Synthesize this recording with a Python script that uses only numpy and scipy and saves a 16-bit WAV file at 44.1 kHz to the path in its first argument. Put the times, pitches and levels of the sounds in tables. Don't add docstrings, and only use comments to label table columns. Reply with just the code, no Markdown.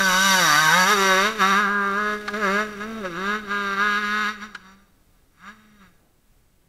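import sys
import numpy as np
from scipy import signal
from scipy.fft import rfft, irfft, next_fast_len
from scipy.io import wavfile
from scipy.ndimage import uniform_filter1d, map_coordinates

SR = 44100
rng = np.random.default_rng(int(sys.argv[2]) if len(sys.argv) > 2 else 0)


def generate_wav(sig):
    pcm = np.round(np.clip(np.atleast_2d(sig).T, -1, 1) * 32767).astype(np.int16)
    wavfile.write(sys.argv[1], SR, pcm)


N = 294588

# (time [s], firing rate [Hz])
CRANK_SPEED = [(0.0, 197.4), (0.12, 181.3), (0.25, 195.8), (0.39, 184.1), (0.49, 150.8), (0.54, 147),
               (0.62, 157.3), (0.7, 157.4), (0.74, 172.5), (0.79, 184.6), (0.84, 182.6), (0.92, 214.3),
               (0.97, 197.1), (1.15, 186.3), (1.22, 196), (1.27, 215), (1.32, 224.2), (1.38, 214.4),
               (1.42, 187.6), (1.51, 198.8), (1.53, 190), (1.61, 213), (1.67, 193.5), (1.71, 204.6),
               (1.93, 195.7), (2.0, 210.2), (2.35, 206.5), (2.39, 221.1), (2.48, 187.9), (2.62, 215.8),
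               (2.74, 207.4), (2.77, 196.2), (2.89, 224.4), (2.99, 220.8), (3.04, 189), (3.12, 167.6),
               (3.16, 168.4), (3.18, 181.9), (3.31, 208.8), (3.39, 215.4), (3.44, 209.7), (3.48, 193.7),
               (3.52, 204.1), (3.77, 195.6), (3.84, 209.7), (3.95, 203.3), (4.0, 213), (4.04, 204.8),
               (4.22, 213.4), (4.25, 204.1), (4.32, 216.5), (4.4, 199.5), (4.45, 218.2), (4.48, 212.7)]
# (time [s], firing rate [Hz])
FAR_CRANK_SPEED = [(4.57, 182.9), (4.844, 201.8), (5.37, 145.9), (5.448, 189.1), (5.528, 219.4),
                   (5.75, 210.9), (5.92, 166.8)]
FLUTTER, FLUTTER_PER_S = .003, 22

# (time [s], distance [m], front share [0-1], roughness [0-1], tyre rumble [dB], grit [dB])
RIDE = [(0, 13.1, 0.92, 0.5, -46, -37.5), (.7, 4.27, 0.97, 0.4, -51, -32.5),
        (1.25, 4.56, 0.21, 0.3, -46.5, -45.5), (1.7, 6.35, 0.11, 0.28, -51, -52),
        (2.5, 22.2, 0.2, 0.4, -48, -50), (4.1, 44.5, 0.04, 0.31, -48.5, -75),
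        (4.9, 56, 0.36, 0.65, -67.5, -89), (6.6, 91, 0.06, 0.76, -70, -100)]
# (time [s], loss [dB])
HIDDEN_LOSS = [(4.3, 0), (4.7, 17), (4.82, 19.5), (4.97, 32), (5.3, 31), (5.37, 23), (5.49, 14), (5.83, 17),
               (6.1, 35)]

# (fully open [s], starts to shut [s], time to open [s], engine load [dB], drone [dB])
THROTTLE_TWISTS = [(0, 0.353, .05, 1, 2), (0.42, .84, 0.62, 0, 1.5), (0.886, 0.931, 0.1, 1, -3.5),
                   (1.027, 1.271, 0.31, -2, -2), (1.41, 1.606, .032, 0.5, 0),
                   (1.621, 2.14, 0.09, -3.5, -1.5), (2.339, 2.375, 0.018, -6, 1.5),
                   (2.442, 2.611, 0.082, 0, 3.5), (2.808, 2.839, 0.029, -11, -4),
                   (2.887, 3, 0.13, -17.5, 1.5), (3.053, 3.058, 0.035, -5.5, -9),
                   (3.285, 3.355, .23, -0.5, 2.5), (3.516, 3.742, .06, -1.5, -1.5),
                   (3.81, 3.984, .12, 3, -0.5), (4.05, 4.29, .2, 1, 0.5), (4.425, 4.442, .04, -3.5, 1.5),
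                   (4.663, 4.73, 0.072, -8.5, 0.5), (5.148, 5.2, .04, -14, -7), (5.479, 5.49, 0.14, 1, 4),
                   (5.55, 5.762, 0.049, -19.5, -3), (5.817, 5.87, 0.059, -10, 0.5)]
OVERRUN_DB, RELEASE_DB_PER_S = -19.5, 324
DRONE_OVERRUN_DB, DRONE_RELEASE_DB_PER_S = -8.5, 107.5

BARK_DB, DRONE_DB = -12.5, -26.5
BARK_FADE_DB_PER_DOUBLING, DRONE_FADE_DB_PER_DOUBLING = 2.24, 1.72
DRONE_HZ, DRONE_DB_PER_HZ = 182, 0.25
# (time [s], second order [dB], third order [dB])
OVERTONES = [(0, -38.5, -35), (.28, -49, -38), (.41, -36.5, -28.5), (.55, -36.5, -68), (.76, -50.5, -31.5),
             (.96, -22, -45), (1.13, -27.5, -23.5), (1.56, -35, -52.5), (2, -33, -38), (2.5, -29, -32),
             (2.8, -35, -40), (3.05, -31, -28), (3.4, -36, -56), (3.7, -37.5, -45), (4, -40.5, -68),
             (4.25, -45.5, -77), (5.8, -50.5, -49)]
SECOND_FOLLOWS, THIRD_FOLLOWS, RASP_FOLLOWS = .45, .8, .7
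# (time [s], level [dB])
RASP_LEVEL = [(0, -25), (.32, -18.5), (.68, -22), (1.03, -22.5), (1.25, -25.5), (1.56, -30.5),
              (1.77, -45.5), (2.1, -37.5), (2.55, -35), (3.6, -38.5), (4.28, -35), (5.8, -36)]

# (centre [Hz], width [Hz], relative level [dB])
CHAMBER = [(748, 20, -12), (959, 36, 3.5), (1158, 190, 2.5), (1320, 22, -6), (1522.7, 36, 17),
           (1901, 39, -2.5), (2073, 60, -5)]
# (centre [Hz], width [Hz], relative level [dB])
CASING = [(2958, 50, 6), (3230, 15, 7), (3653, 48, 4), (3783, 38, 13.5), (4596, 23, 12), (4800, 32, -13),
          (5752, 43, 10), (5640, 46, -0.5), (6990, 170, 2)]
# (centre [Hz], width [Hz], relative level [dB])
TAILPIPE = [(774, 29, -12), (1008, 24, -3), (1215, 134, 1.5), (1502.5, 152, 4), (1643.3, 58.5, 6)]
# (centre [Hz], width [Hz], relative level [dB])
SILENCER = [(1874, 80, 11), (2126, 230, 8.5), (2316, 220, 7), (2815, 470, 1.5), (3340, 110, -2),
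            (3560, 31, 3.5), (3833, 120, 6), (4450, 350, -6.5), (5730, 180, -15.5)]
# (centre [Hz], width [Hz])
PIPE_GAPS = [(1840, 30), (3400, 200), (5120, 150)]
GRASS_HZ, GRASS_DB_PER_DOUBLING, NEAR_LOWS_DB = 1000, 4, 14.5

# (frequency [Hz], relative level [dB])
HISS_COLOUR = [(1500, -37.5), (3000, -0.5), (5100, 0), (6000, 8), (7200, -20), (7800, -7.5), (10500, -9),
               (12200, -1), (13000, -21.5), (15500, -27)]
# (frequency [Hz], relative level [dB])
RUMBLE_COLOUR = [(30, 0.5), (55, -7.5), (120, -9.5), (300, -7), (800, -14), (2000, -36.5)]
# (frequency [Hz], relative level [dB])
WIND_COLOUR = [(20, -10.5), (70, -17), (160, -22.5), (550, -38), (5400, -45), (15500, -44.5)]
# (frequency [Hz], time to fade by 60 dB [s])
TREE_FADE = [(1500, 0.7), (12000, 0.25)]

# (time [s], strength before the crack and ring levels [dB])
OVERRUN_POPS = [(2.277, -21), (2.334, -32), (4.546, -28)]
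POP_RISE_S, POP_HOLD_S, POP_T60_S = .003, .007, .04

TOP_HZ = 15700


def amp(db):
    return 10 ** (np.asarray(db) / 20)


def unit(x):
    return x / np.sqrt(np.mean(x ** 2) + 1e-20)


def steady(x, size=1500):
    power = uniform_filter1d(uniform_filter1d(x * x, size), size)
    return x / np.sqrt(np.abs(power) + 1e-12)


def along(points, hz):
    f, v = np.transpose(points)
    return np.interp(np.log(hz + 1), np.log(f + 1), v)


def curves(rows):
    s, *columns = np.transpose(rows)
    return [np.interp(np.arange(N) / SR, s, column) for column in columns]


def wobble(rate):
    knots = rng.standard_normal(int(N * rate / SR) + 4)
    return map_coordinates(knots, [np.arange(N) * rate / SR])


def filtered(x, response):
    size = next_fast_len(N + SR // 2)
    hz = np.fft.rfftfreq(size, 1 / SR)
    return irfft(rfft(x, size) * response(hz), size)[:N]


def coloured(x, spectrum):
    return unit(filtered(x, lambda hz: amp(along(spectrum, hz))))


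def blend(a, b, share):
    share = np.clip(share, 0, 1)
    return np.sqrt(1 - share) * a + np.sqrt(share) * b


def ring(x, modes, low_hz, alternate=True):
    def body(hz):
        total = 0
        for k, (centre, width, db) in enumerate(modes):
            sign = (-1) ** k if alternate else 1
            damping = 1j * hz * width
            total = total + sign * amp(db) * damping / (centre * centre - hz * hz + damping)
        return total
    highpass = signal.butter(3, low_hz, 'high', fs=SR, output='sos')
    return signal.sosfilt(highpass, filtered(x, body))


def throttle(levels_db, overrun_db, release_db_per_s):
    t = np.arange(N) / SR
    twists = []
    for (start, end, rise_s, *_), db in zip(THROTTLE_TWISTS, levels_db):
        opening_db = overrun_db * np.maximum(start - t, 0) / rise_s
        closing_db = release_db_per_s * np.maximum(t - end, 0)
        twists.append(db + opening_db - closing_db)
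    return np.maximum(np.max(twists, axis=0), overrun_db)


def drone(turns, rate_hz, load_db, doublings, shut):
    *_, swings_db = np.transpose(THROTTLE_TWISTS)
    out_of_tune_db = DRONE_DB_PER_HZ * np.maximum(DRONE_HZ - rate_hz, 0)
    first_db = DRONE_DB + throttle(swings_db, DRONE_OVERRUN_DB, DRONE_RELEASE_DB_PER_S)
    first_db = first_db - out_of_tune_db - DRONE_FADE_DB_PER_DOUBLING * doublings
    second_db, third_db = curves(OVERTONES)
    second_db = second_db + SECOND_FOLLOWS * load_db
    third_db = third_db + THIRD_FOLLOWS * load_db
    tones = 0
    for k, db in enumerate([first_db, second_db, third_db]):
        waver_db = (.5 + 2 * k * shut) * wobble(50)
        swing = -np.sqrt(2) * np.cos(2 * np.pi * (k + 1) * turns)
        tones = tones + amp(db + waver_db) * swing
    return tones


def firings(turns, rough, scatter_s, scatter_db):
    at = np.interp(np.arange(1, int(turns[-1])), turns, np.arange(N))
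    late, size = rng.standard_normal((len(at), 2)).T
    at = at + late * scatter_s * SR * rough[at.astype(int)]
    taps = at.astype(int)[:, None] + np.arange(-7, 9)
    offset = taps - at[:, None]
    shape = np.sinc(offset) * np.cos(np.pi * offset / 16) ** 2
    pulses = shape * amp(scatter_db * size)[:, None]
    return unit(np.bincount(np.clip(taps, 0, N - 1).ravel(), pulses.ravel(), N))


def puffs(turns, decay, leak):
    strength = np.exp(-(turns % 1) / decay) + leak
    return unit(rng.standard_normal(N) * strength)


def notched(x):
    def gaps(hz):
        response = 1
        for centre, width in PIPE_GAPS:
            apart = centre * centre - hz * hz
            response = response * apart / (apart + 1j * hz * width)
        return response
    return filtered(x, gaps)


def over_grass(x, doublings):
    lows = filtered(x, lambda hz: 1 / (1 + (hz / GRASS_HZ) ** 10))
    lows_gain = amp(NEAR_LOWS_DB - GRASS_DB_PER_DOUBLING * doublings)
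    return x + (lows_gain - 1) * lows


def grounded(x, distance, heights_m2, bounce):
    extra_m = heights_m2 / np.maximum(distance, 2) * (1 + 0.13 * wobble(9))
    delay = extra_m / 343 * SR
    return x + bounce * map_coordinates(x, [np.arange(N) - delay], order=3)


def engine():
    rate_hz, = curves(np.vstack([CRANK_SPEED, FAR_CRANK_SPEED]))
    distance, front, rough, _, _ = curves(RIDE)
    hidden_db, = curves(HIDDEN_LOSS)
    rasp_base_db, = curves(RASP_LEVEL)
    *_, loads_db, _ = np.transpose(THROTTLE_TWISTS)
    load_db = throttle(loads_db, OVERRUN_DB, RELEASE_DB_PER_S)
    doublings = np.log2(np.maximum(distance, 1))
    bark_db = BARK_DB + load_db - BARK_FADE_DB_PER_DOUBLING * doublings - hidden_db
    rasp_db = rasp_base_db + RASP_FOLLOWS * load_db - hidden_db

    turns = np.cumsum(rate_hz * (1 + FLUTTER * wobble(FLUTTER_PER_S))) / SR
    pulses = firings(turns, rough, scatter_s=.000025, scatter_db=.8)
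    shut = 1 / (1 + amp(2 * (load_db + 8 - .4 * hidden_db)))
    hum = amp(-hidden_db) * drone(turns, rate_hz, load_db, doublings, shut)
    blow = blend(pulses, puffs(turns, decay=.9, leak=.23), .5 * rough ** 2 + .067 * shut)
    gas = blend(pulses, puffs(turns, decay=.6, leak=.3), .05 + .3 * rough + .5 * shut)

    chamber = ring(blow, CHAMBER, low_hz=620.5, alternate=False)
    chamber = filtered(chamber, lambda hz: 1 / (1 + (hz / 2350) ** 20))
    casing = ring(gas, CASING, low_hz=2640, alternate=False)
    casing = filtered(casing, lambda hz: 1 / (1 + (hz / 7500) ** 10))
    casing = np.roll(casing, round(.0011 * SR))
    tailpipe = over_grass(notched(ring(blow, TAILPIPE, low_hz=740)), doublings)
    silencer = notched(ring(gas, SILENCER, low_hz=1740))

    bark = blend(unit(tailpipe), unit(chamber), front)
    jet = blend(unit(silencer), unit(casing), front)
    bounce = .12 + .4 * front
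    bark = steady(grounded(bark, distance, heights_m2=3.22, bounce=bounce))
    jet = steady(grounded(jet, distance, heights_m2=3.22, bounce=bounce))
    hiss = coloured(puffs(turns, decay=.59, leak=1.2), HISS_COLOUR)

    bark_db = bark_db + 1.1 * wobble(25)
    jet_db = rasp_db + 3 - 8.6 * front
    hiss_db = rasp_db - 9 + 2 * front - .11 * distance
    return hum + amp(bark_db) * bark + amp(jet_db) * jet + amp(hiss_db) * hiss


def tyres():
    *_, rumble_db, grit_db = curves(RIDE)
    stones = (rng.random(N) < 2500 / SR) * rng.standard_normal(N)
    grit = coloured(stones, [(300, -31.5), (2500, 0), (12300, -17), (15000, -24.5)])
    rumble = coloured(rng.standard_normal(N), RUMBLE_COLOUR)
    bumps_db = 1.2 * wobble(8)
    return amp(grit_db) * grit + amp(rumble_db + bumps_db) * rumble


def air():
    whine = amp(-83) * np.sin(2 * np.pi * 8000 * np.arange(N) / SR)
    wind = coloured(rng.standard_normal(N), WIND_COLOUR)
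    gusts_db = 1.2 * wobble(6)
    return amp(-59.5 + gusts_db) * wind + whine


def trees(x, delay_s):
    hz, t, noise = signal.stft(rng.standard_normal(SR * 3 // 4), SR, nperseg=256)
    fade = amp(-60 * t / along(TREE_FADE, hz)[:, None])
    tail = signal.istft(noise * fade, SR, nperseg=256)[1]
    late = np.pad(x, (int(delay_s * SR), 0))
    return signal.fftconvolve(late, tail / np.linalg.norm(tail))[:N]


def pops():
    t = np.arange(N) / SR
    blast = 0
    for start, db in OVERRUN_POPS:
        rise = np.clip((t - start) / POP_RISE_S, 0, 1)
        fade = amp(-60 * np.maximum(t - start - POP_HOLD_S, 0) / POP_T60_S)
        blast = blast + amp(db) * rise * fade
    gas = blast * rng.standard_normal(N)
    crack = filtered(gas, lambda hz: hz / (hz + 900) / (1 + (hz / 4300) ** 4))
    return amp(12.5) * ring(gas, TAILPIPE, low_hz=500) + amp(5) * crack


def scene():
    bike = engine() + pops()
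    answer = amp(-18.5) * trees(bike, delay_s=.02)
    return (bike + answer + tyres() + air())[None]


def record(dry):
    return np.array([filtered(x, lambda hz: hz < TOP_HZ) for x in dry])


dry = scene()
out = record(dry)
generate_wav(out)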